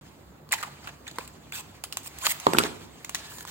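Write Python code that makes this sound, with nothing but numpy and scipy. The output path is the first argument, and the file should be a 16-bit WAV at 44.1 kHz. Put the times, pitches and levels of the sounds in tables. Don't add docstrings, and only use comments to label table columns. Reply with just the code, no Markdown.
import sys
import numpy as np
from scipy import signal
from scipy.fft import rfft, irfft, next_fast_len
from scipy.io import wavfile
from scipy.ndimage import uniform_filter1d, map_coordinates

SR = 44100
rng = np.random.default_rng(int(sys.argv[2]) if len(sys.argv) > 2 else 0)


def level_to_linear(level):
    exponent = np.asarray(level, float) / 20
    return 10 ** exponent


def wav_out(sig):
    wavfile.write(sys.argv[1], SR, np.round(np.clip(np.atleast_2d(sig).T, -1, 1) * 32767).astype(np.int16))


N = 154350
T = np.arange(SR // 4) / SR

# (frequency [Hz], density [dB per Hz])
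FOIL_SPECTRUM = [(250, -48), (700, -2), (1100, -5), (2200, -3.5), (4000, -4.5), (8000, -2), (15500, -9)]


def unit(x):
    return x / np.sqrt(np.mean(x ** 2) + 1e-20)


def along(points, hz):
    f, v = np.transpose(points)
    return np.interp(np.log(hz + 1), np.log(f + 1), v)


def filtered(x, response):
    n = x.shape[-1]
    m = next_fast_len(n + 1024)
    return irfft(rfft(x, m) * response(np.fft.rfftfreq(m, 1 / SR)), m)[..., :n]


def wobble(rate_hz, size):
    knots = rng.standard_normal(int(size * 2000 / SR) + 4)
    return map_coordinates(knots, [np.arange(size) * min(rate_hz, 2000) / SR])


def fade(t60_s):
    return level_to_linear(-60 * T / t60_s)


def add(track, start_s, sound):
    part = track[..., round(start_s * SR):][..., :sound.shape[-1]]
    part += sound[..., :part.shape[-1]]


def pair(size):
    own_gain = 1
    shared, left, right = rng.standard_normal((3, size))
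    return unit(shared + own_gain * np.array([left, right]))


def patchy(noise, spectrum, patch_db, tilt_db_oct):
    z = signal.stft(noise, nperseg=128)[2]
    field = uniform_filter1d(rng.standard_normal(z.shape[1:]), size=2, axis=0)
    field = uniform_filter1d(field, size=16, axis=1)
    x = signal.istft(z * level_to_linear(patch_db * unit(field)), nperseg=128)[1][:, :noise.shape[1]]
    colour = lambda hz: level_to_linear(along(spectrum, hz) + tilt_db_oct * np.log2(hz / 3000 + 0.24))
    return unit(filtered(x, colour))


def fan():
    # (frequency [Hz], density [dB per Hz])
    rush_spectrum = [(35, -0.5), (60, -2.5), (150, -1.5), (380, -7), (600, -11.5), (1100, -14),
                     (2500, -28.5), (6000, -32), (15500, -25)]
    # (frequency [Hz], level [dB rms])
    hum_tones = [(67, -58.5), (97, -63), (145, -64.5)]
    # (frequency [Hz], left-right correlation [-1..1])
    likeness = [(60, 0.88), (240, 0.82), (950, 0.18), (3770, -0.055), (15000, -0.39)]
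    rush_db, patch_db, left_db = -51.5, 1.5, -0.78

    angle = lambda hz: np.arccos(np.clip(along(likeness, hz), -1, 1)) / 2
    rush = patchy(rng.standard_normal((2, N)), rush_spectrum, patch_db, 0)
    mid, side = filtered(rush, lambda hz: np.array([np.cos(angle(hz)), np.sin(angle(hz))]))
    t = np.arange(N) / SR
    hum = 0
    for hz, db in hum_tones:
        level = level_to_linear(db + 5.0 + 3.7 * wobble(11, size=N))
        hum = hum + level * np.sin(2 * np.pi * hz * t + 0.91 * wobble(12, size=N))
    air = level_to_linear(rush_db) * unit(np.array([mid + side, mid - side]))
    return (air + hum) * level_to_linear([[left_db], [-left_db]])


def scrape(start_s, rise_s, hold_s, level_db, tilt_db_oct):
    rise_db, t60_s, grit_db, patch_db = 15, 0.016, -2, 3.5
    swell_db = np.minimum(rise_db * (T / rise_s - 1), 0)
    decay_db = 60 * np.maximum(T - rise_s - hold_s, 0) / t60_s
    grit = level_to_linear(grit_db * wobble(891, size=len(T)) + 1.6 * wobble(79, size=len(T)))
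    friction = patchy(pair(size=len(T)), FOIL_SPECTRUM, patch_db, tilt_db_oct)
    return level_to_linear(level_db + swell_db - decay_db) * unit(grit * friction)


def rustle():
    # (time [s], level [dB])
    handling = [(0, -56), (.49, -69), (.6, -46), (.8, -56), (1.0, -57.5), (1.2, -51.5), (1.45, -59.5),
                (1.65, -53), (1.82, -59), (2.0, -52), (2.16, -47.5), (2.42, -43.5), (2.62, -35),
                (2.73, -46.5), (2.95, -55), (3.12, -50), (3.2, -43.5), (3.5, -57.5)]
    # (start [s], rise [s], hold [s], level [dB], tilt [dB per octave])
    slides = [(0.51, 0.026, 0.0088, -28.5, -2.5), (0.574, 0.0076, 0.034, -41, 0.5),
              (0.828, 0.016, 0.056, -45.5, -4), (1.063, 0.0095, 0.044, -49, -2.5),
              (1.188, 0.0063, 0.064, -48, 2), (1.52, 0.019, 0.071, -35, 3.5),
              (2.029, 0.041, 0.0089, -34, 4.5), (2.201, 0.037, 0.016, -30, 1.5),
              (2.246, 0.013, 0.007, -23, 0), (2.274, 0.021, 0.028, -20.5, 6.5),
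              (3.15, .005, 0.046, -70, -8), (3.292, 0.0089, 0.13, -40.5, 6.5),
              (3.459, 0.018, .03, -39, 1.4)]
    # (start [s], rise [s], hold [s], level [dB], tilt [dB per octave])
    rattle = (2.56, .03, .08, -38, -4)
    patch_db, tilt_db_oct = 2.5, -1.34

    s, db = np.transpose(handling)
    level_db = np.interp(np.arange(N) / SR, s, db)
    level_db = level_db + 1.52 * wobble(30.11, size=N) + 0.51 * wobble(680, size=N)
    out = level_to_linear(level_db) * patchy(pair(size=N), FOIL_SPECTRUM, patch_db, tilt_db_oct)
    for row in slides + [rattle]:
        add(out, row[0], scrape(*row))
    return out


def squeak():
    middles = [.518, .532, .553, .548, .587, .604, .649, .68, 1.07, 1.083, 1.082, 1.114, 1.213, 1.21, 1.243,
               1.525, 1.535, 1.55, 1.575, 1.565, 1.56, 1.595, 1.575, 2.216, 2.232, 2.25, 2.262, 2.263, 2.27,
               2.297, 2.307, 2.318, 2.55, 2.605, 3.3, 3.35, 1.85, 1.928, 1.19, 1.846]
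    # (half length [s], level [dB], pitch [Hz], width [Hz])
    facets = [(.002, -34, 2540, 360), (0.0047, -24, 1960, 370), (0.013, -44.5, 910, 60),
              (0.0077, -39, 2900, 450), (.005, -40, 1660, 250), (0.0045, -42.5, 910, 220),
              (0.00307, -36.5, 1010, 160), (.008, -43.5, 830, 63), (0.0035, -42.5, 2500, 270),
              (0.0058, -45, 1700, 250), (0.0067, -42.5, 3700, 300), (0.0038, -50, 4300, 210),
              (0.0058, -49, 1100, 140), (0.0043, -44, 2470, 180), (.004, -55.5, 1200, 200),
              (0.00215, -37, 2460, 250), (0.0064, -42.5, 3500, 120), (0.023, -47, 1550, 190),
              (0.042, -48.5, 2600, 190), (.03, -51, 3600, 200), (0.04, -51, 4530, 110),
              (0.02, -47.5, 1000, 140), (0.028, -45, 7500, 460), (0.0038, -42.5, 2600, 200),
              (.008, -42, 1100, 80), (.014, -37.5, 1420, 370), (.008, -32.5, 3240, 270),
              (.007, -27, 7200, 550), (0.0031, -23.5, 1045, 160), (.003, -32.5, 2140, 150),
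              (0.0034, -30, 2040, 130), (.005, -29, 2040, 100), (0.0056, -30.5, 1450, 100),
              (.009, -30, 1310, 120), (0.16, -57.5, 1730, 82), (.12, -60, 980, 81),
              (0.0089, -49, 3230, 360), (.003, -40, 2800, 180), (.006, -42, 540, 98),
              (0.0058, -36, 9600, 970)]

    out, t = np.zeros((2, N)), np.arange(SR // 2) / SR
    for middle_s, (half_s, db, hz, width_hz) in zip(middles, facets):
        resonance = lambda f: 1 / (1 + ((f - hz) / width_hz) ** 2)
        narrow = unit(filtered(pair(size=len(t)), resonance))
        swell = np.exp(-((t - 1.5 * half_s) / half_s) ** 4)
        add(out, middle_s - 1.5 * half_s, level_to_linear(db) * swell * narrow)
    return out


def ring(modes, rough, wobble_hz):
    spread_rad = 0.36
    out = 0
    for hz, db, t60_s in modes:
        level = level_to_linear(db + rng.normal(0, 2.3) + 3.6 * rough * wobble(wobble_hz, size=len(T)))
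        phase = rng.uniform(0, np.pi) + spread_rad * rng.standard_normal((2, 1))
        phase = phase + rough * wobble(wobble_hz, size=len(T))
        out = out + level * fade(t60_s) * np.sin(2 * np.pi * hz * T + phase)
    return out


def scissors():
    # (time [s], thud [dB], knock [dB], ring [dB], crack [dB])
    contacts = [
        (2.4676, -21, -2.5, -52, -15.5),
        (2.5342, -22, -18, -31, -16),
        (2.549, -34, -18, -62, -32),
        (2.5694, -31, -35, -64, -21.5),
        (2.585, -22, -11.5, -18.5, -5),
        (2.592, -33.5, -24, -45, -16),
        (2.601, -40, -27, -51, -26),
        (2.6367, -29, -47, -50, -17.5),
    ]
    # (frequency [Hz], level [dB], t60 [s])
    bench = [(161.5, -9.5, 0.24), (249, -4, 0.13), (301, -7, 0.15), (361, -4.5, 0.14), (408.3, 0, 0.079),
             (527, -7, 0.092), (92.4, -9, 0.16)]
    # (frequency [Hz], level [dB], t60 [s])
    steel = [(1460, -14, 0.2), (7700, -18, .06), (8080, 5, 0.075), (11460, 4.5, 0.05), (11400, -24, 0.087)]
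    knock_hz, knock_t60_s, knock_rise_s = 1040, 0.0089, 0.00097
    crack_hz, crack_t60_s = 4300, 0.012
    left_lag_s, left_db = 0.00022, -0.3

    out = np.zeros((2, N))
    for s, thud_db, knock_db, ring_db, crack_db in contacts:
        crack_band = lambda f: f / (f + 1500) / (1 + (f / crack_hz) ** 2)
        crack = unit(filtered(pair(size=len(T)), crack_band)) * fade(crack_t60_s)
        buzz = 0.14 * np.sin(4.4 * np.pi * knock_hz * T)
        knock = np.sin(-2 * np.pi * knock_hz * T + buzz) * fade(knock_t60_s)
        knock = knock * 3 * (1 - np.exp(-(T / knock_rise_s) ** 2))
        hit = level_to_linear(thud_db) * ring(bench, 0.92, 56) + level_to_linear(knock_db) * knock
        hit = hit + level_to_linear(ring_db) * ring(steel, 0.49, 408) + level_to_linear(crack_db) * crack
        add(out, s, (1 - np.exp(-T / 0.0001)) * hit)
    lag_s = np.array([[left_lag_s], [0]])
    return filtered(out, lambda f: np.exp(-2j * np.pi * f * lag_s)) * level_to_linear([[left_db], [-left_db]])


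def snaps():
    # (time [s], peak [dB], body re peak [dB], sizzle re peak [dB],
    # body pitch [Hz])
    creases = [(0.522, -10.5, -34, -9.5, 878), (0.528, -13.5, -13, -9.5, 2020), (0.537, -17.5, -7, -4, 973),
               (0.583, -32, -12, -23, 1690), (0.6278, -17.5, -10.5, -11.5, 1270),
               (0.632, -5.5, -22, -26.5, 1210), (0.677, -35, -8.5, -15, 876), (0.873, -32.5, 0, -7, 1400),
               (0.877, -30, -4, -17, 1160), (1.069, -41, -6, -7, 1740), (1.079, -37, -30, 2.5, 1650),
               (1.113, -38, -21, -3, 1710), (1.185, -14.5, -11, -17, 1010), (1.277, -34, -34, -2, 2750),
               (1.522, -32, -11.5, -2, 1500),
               (1.8385, -18, -20.5, -5, 735), (1.843, -29.5, -11, -22, 1240), (1.925, -19.5, -34, -7, 2650),
            (1.931, -33.5, -11.5, -2, 1130), (1.9706, -18.5, -12.5, -3.5, 1024),
            (2.032, -40.5, -19, -2, 794), (2.061, -28, -17, -9, 1040), (2.186, -26.5, -24, -4.5, 945),
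            (2.267, -9, -13, -4, 2610), (3.046, -26, -13, -7, 2080), (3.048, -29, -13, -5, 1020),
            (3.094, -19.5, -13.5, -8, 1120), (3.147, -13.5, -14.5, -5, 1800), (3.153, -16, -12, -13, 1930),
            (3.384, -28.5, -15, -5.5, 947), (3.408, -28, -22, -6.5, 1800), (3.451, -27, -9.5, -10.5, 1010),
               (.5222, -11, -0.5, -48, 9200), (.5385, -22, -7, -22, 2480), (0.51, -33, -16, -21, 2800),
            (1.185, -22, -8.5, -26, 465), (0.49, -30.5, -21, -14, 1080), (1.159, -37, -7, -6, 930),
            (1.1845, -22.5, -12.5, -17, 1710), (2.4, -28, -21, -2, 940), (.636, -22, -6.5, -13.5, 1200)]
    snap_t60_s, body_t60_s, tail_t60_s = 0.011, 0.012, 0.08
    body_gain_db, sizzle_gain_db, tail_db, bands_db = 7, 8, -16, 3.5

    out, n = np.zeros((2, N)), SR // 8
    for s, db, body_db, sizzle_db, hz in creases:
        panel_band = lambda f: f / hz / (1 + ((f - hz) / (0.75 * hz)) ** 2)
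        panel = unit(filtered(pair(size=n), panel_band))
        body = np.sin(2 * np.pi * hz * T[:n] + rng.normal(0, 0.76, (2, 1))) + 0.5 * panel
        bands = bands_db * rng.standard_normal(24)
        bands_at = lambda f: np.interp(f, np.linspace(0, SR / 2, len(bands)), bands)
        colour = lambda f: level_to_linear(along(FOIL_SPECTRUM, f) + bands_at(f)) * f / (f + 3000)
        bright = level_to_linear(sizzle_db + sizzle_gain_db) * unit(filtered(pair(size=n), colour))
        snap = level_to_linear(body_db + body_gain_db) * body * fade(body_t60_s)[:n]
        snap = snap + bright * fade(snap_t60_s)[:n]
        shiver = level_to_linear(tail_db) * fade(tail_t60_s)[:n] * (bright + level_to_linear(body_db) * panel)[:, ::-1]
        add(out, s, level_to_linear(db) * (1 - np.exp(-T[:n] / 0.00034)) * (snap + shiver))
    return out


def room(x):
    # (frequency [Hz], t60 [s])
    decay = [(200, 1), (1500, 0.46), (10000, 0.3)]
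    tail_db, left_db, left_lag_s = -14, -0.78, 0.00011

    hz, t, z = signal.stft(rng.standard_normal((2, SR // 2)), SR, nperseg=256)
    tail = signal.istft(z * level_to_linear(-60 * t / along(decay, hz)[:, None]), SR, nperseg=256)[1]
    tail = np.pad(tail, ((0, 0), (300, 0)))
    tail = tail / np.linalg.norm(tail, axis=1, keepdims=True)
    far = signal.fftconvolve(x, tail, axes=1)[:, :N]
    side = np.array([[1], [-1]])
    direct = filtered(x, lambda f: np.exp(-1j * np.pi * f * left_lag_s * side))
    return level_to_linear(left_db * side) * (direct + level_to_linear(tail_db) * far)


def scene():
    return room(snaps() + scissors() + rustle() + squeak()) + fan()


def roll_off(x):
    return signal.sosfilt(signal.butter(12, 16810, fs=SR, output="sos"), x)


def record(dry):
    # (frequency [Hz], gain [dB])
    microphone = [(4500, 1.5), (5700, -5), (6600, -1), (7400, 0), (9000, -7.5), (10000, -8.5),
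                  (14000, -2.5), (15800, -2)]
    low_cut_hz, top_hz, start_s = 47.5, 15900, 0.011

    low_cut = lambda f: (1j * f / (low_cut_hz + 1j * f)) ** 4
    response = lambda f: level_to_linear(along(microphone, f)) * low_cut(f) * np.where(f < top_hz, 1, 0.1)
    heard = filtered(dry, response) * (np.arange(N) > start_s * SR)
    return roll_off(np.clip(heard, -1, 1))


dry = scene()
out = record(dry)
wav_out(out)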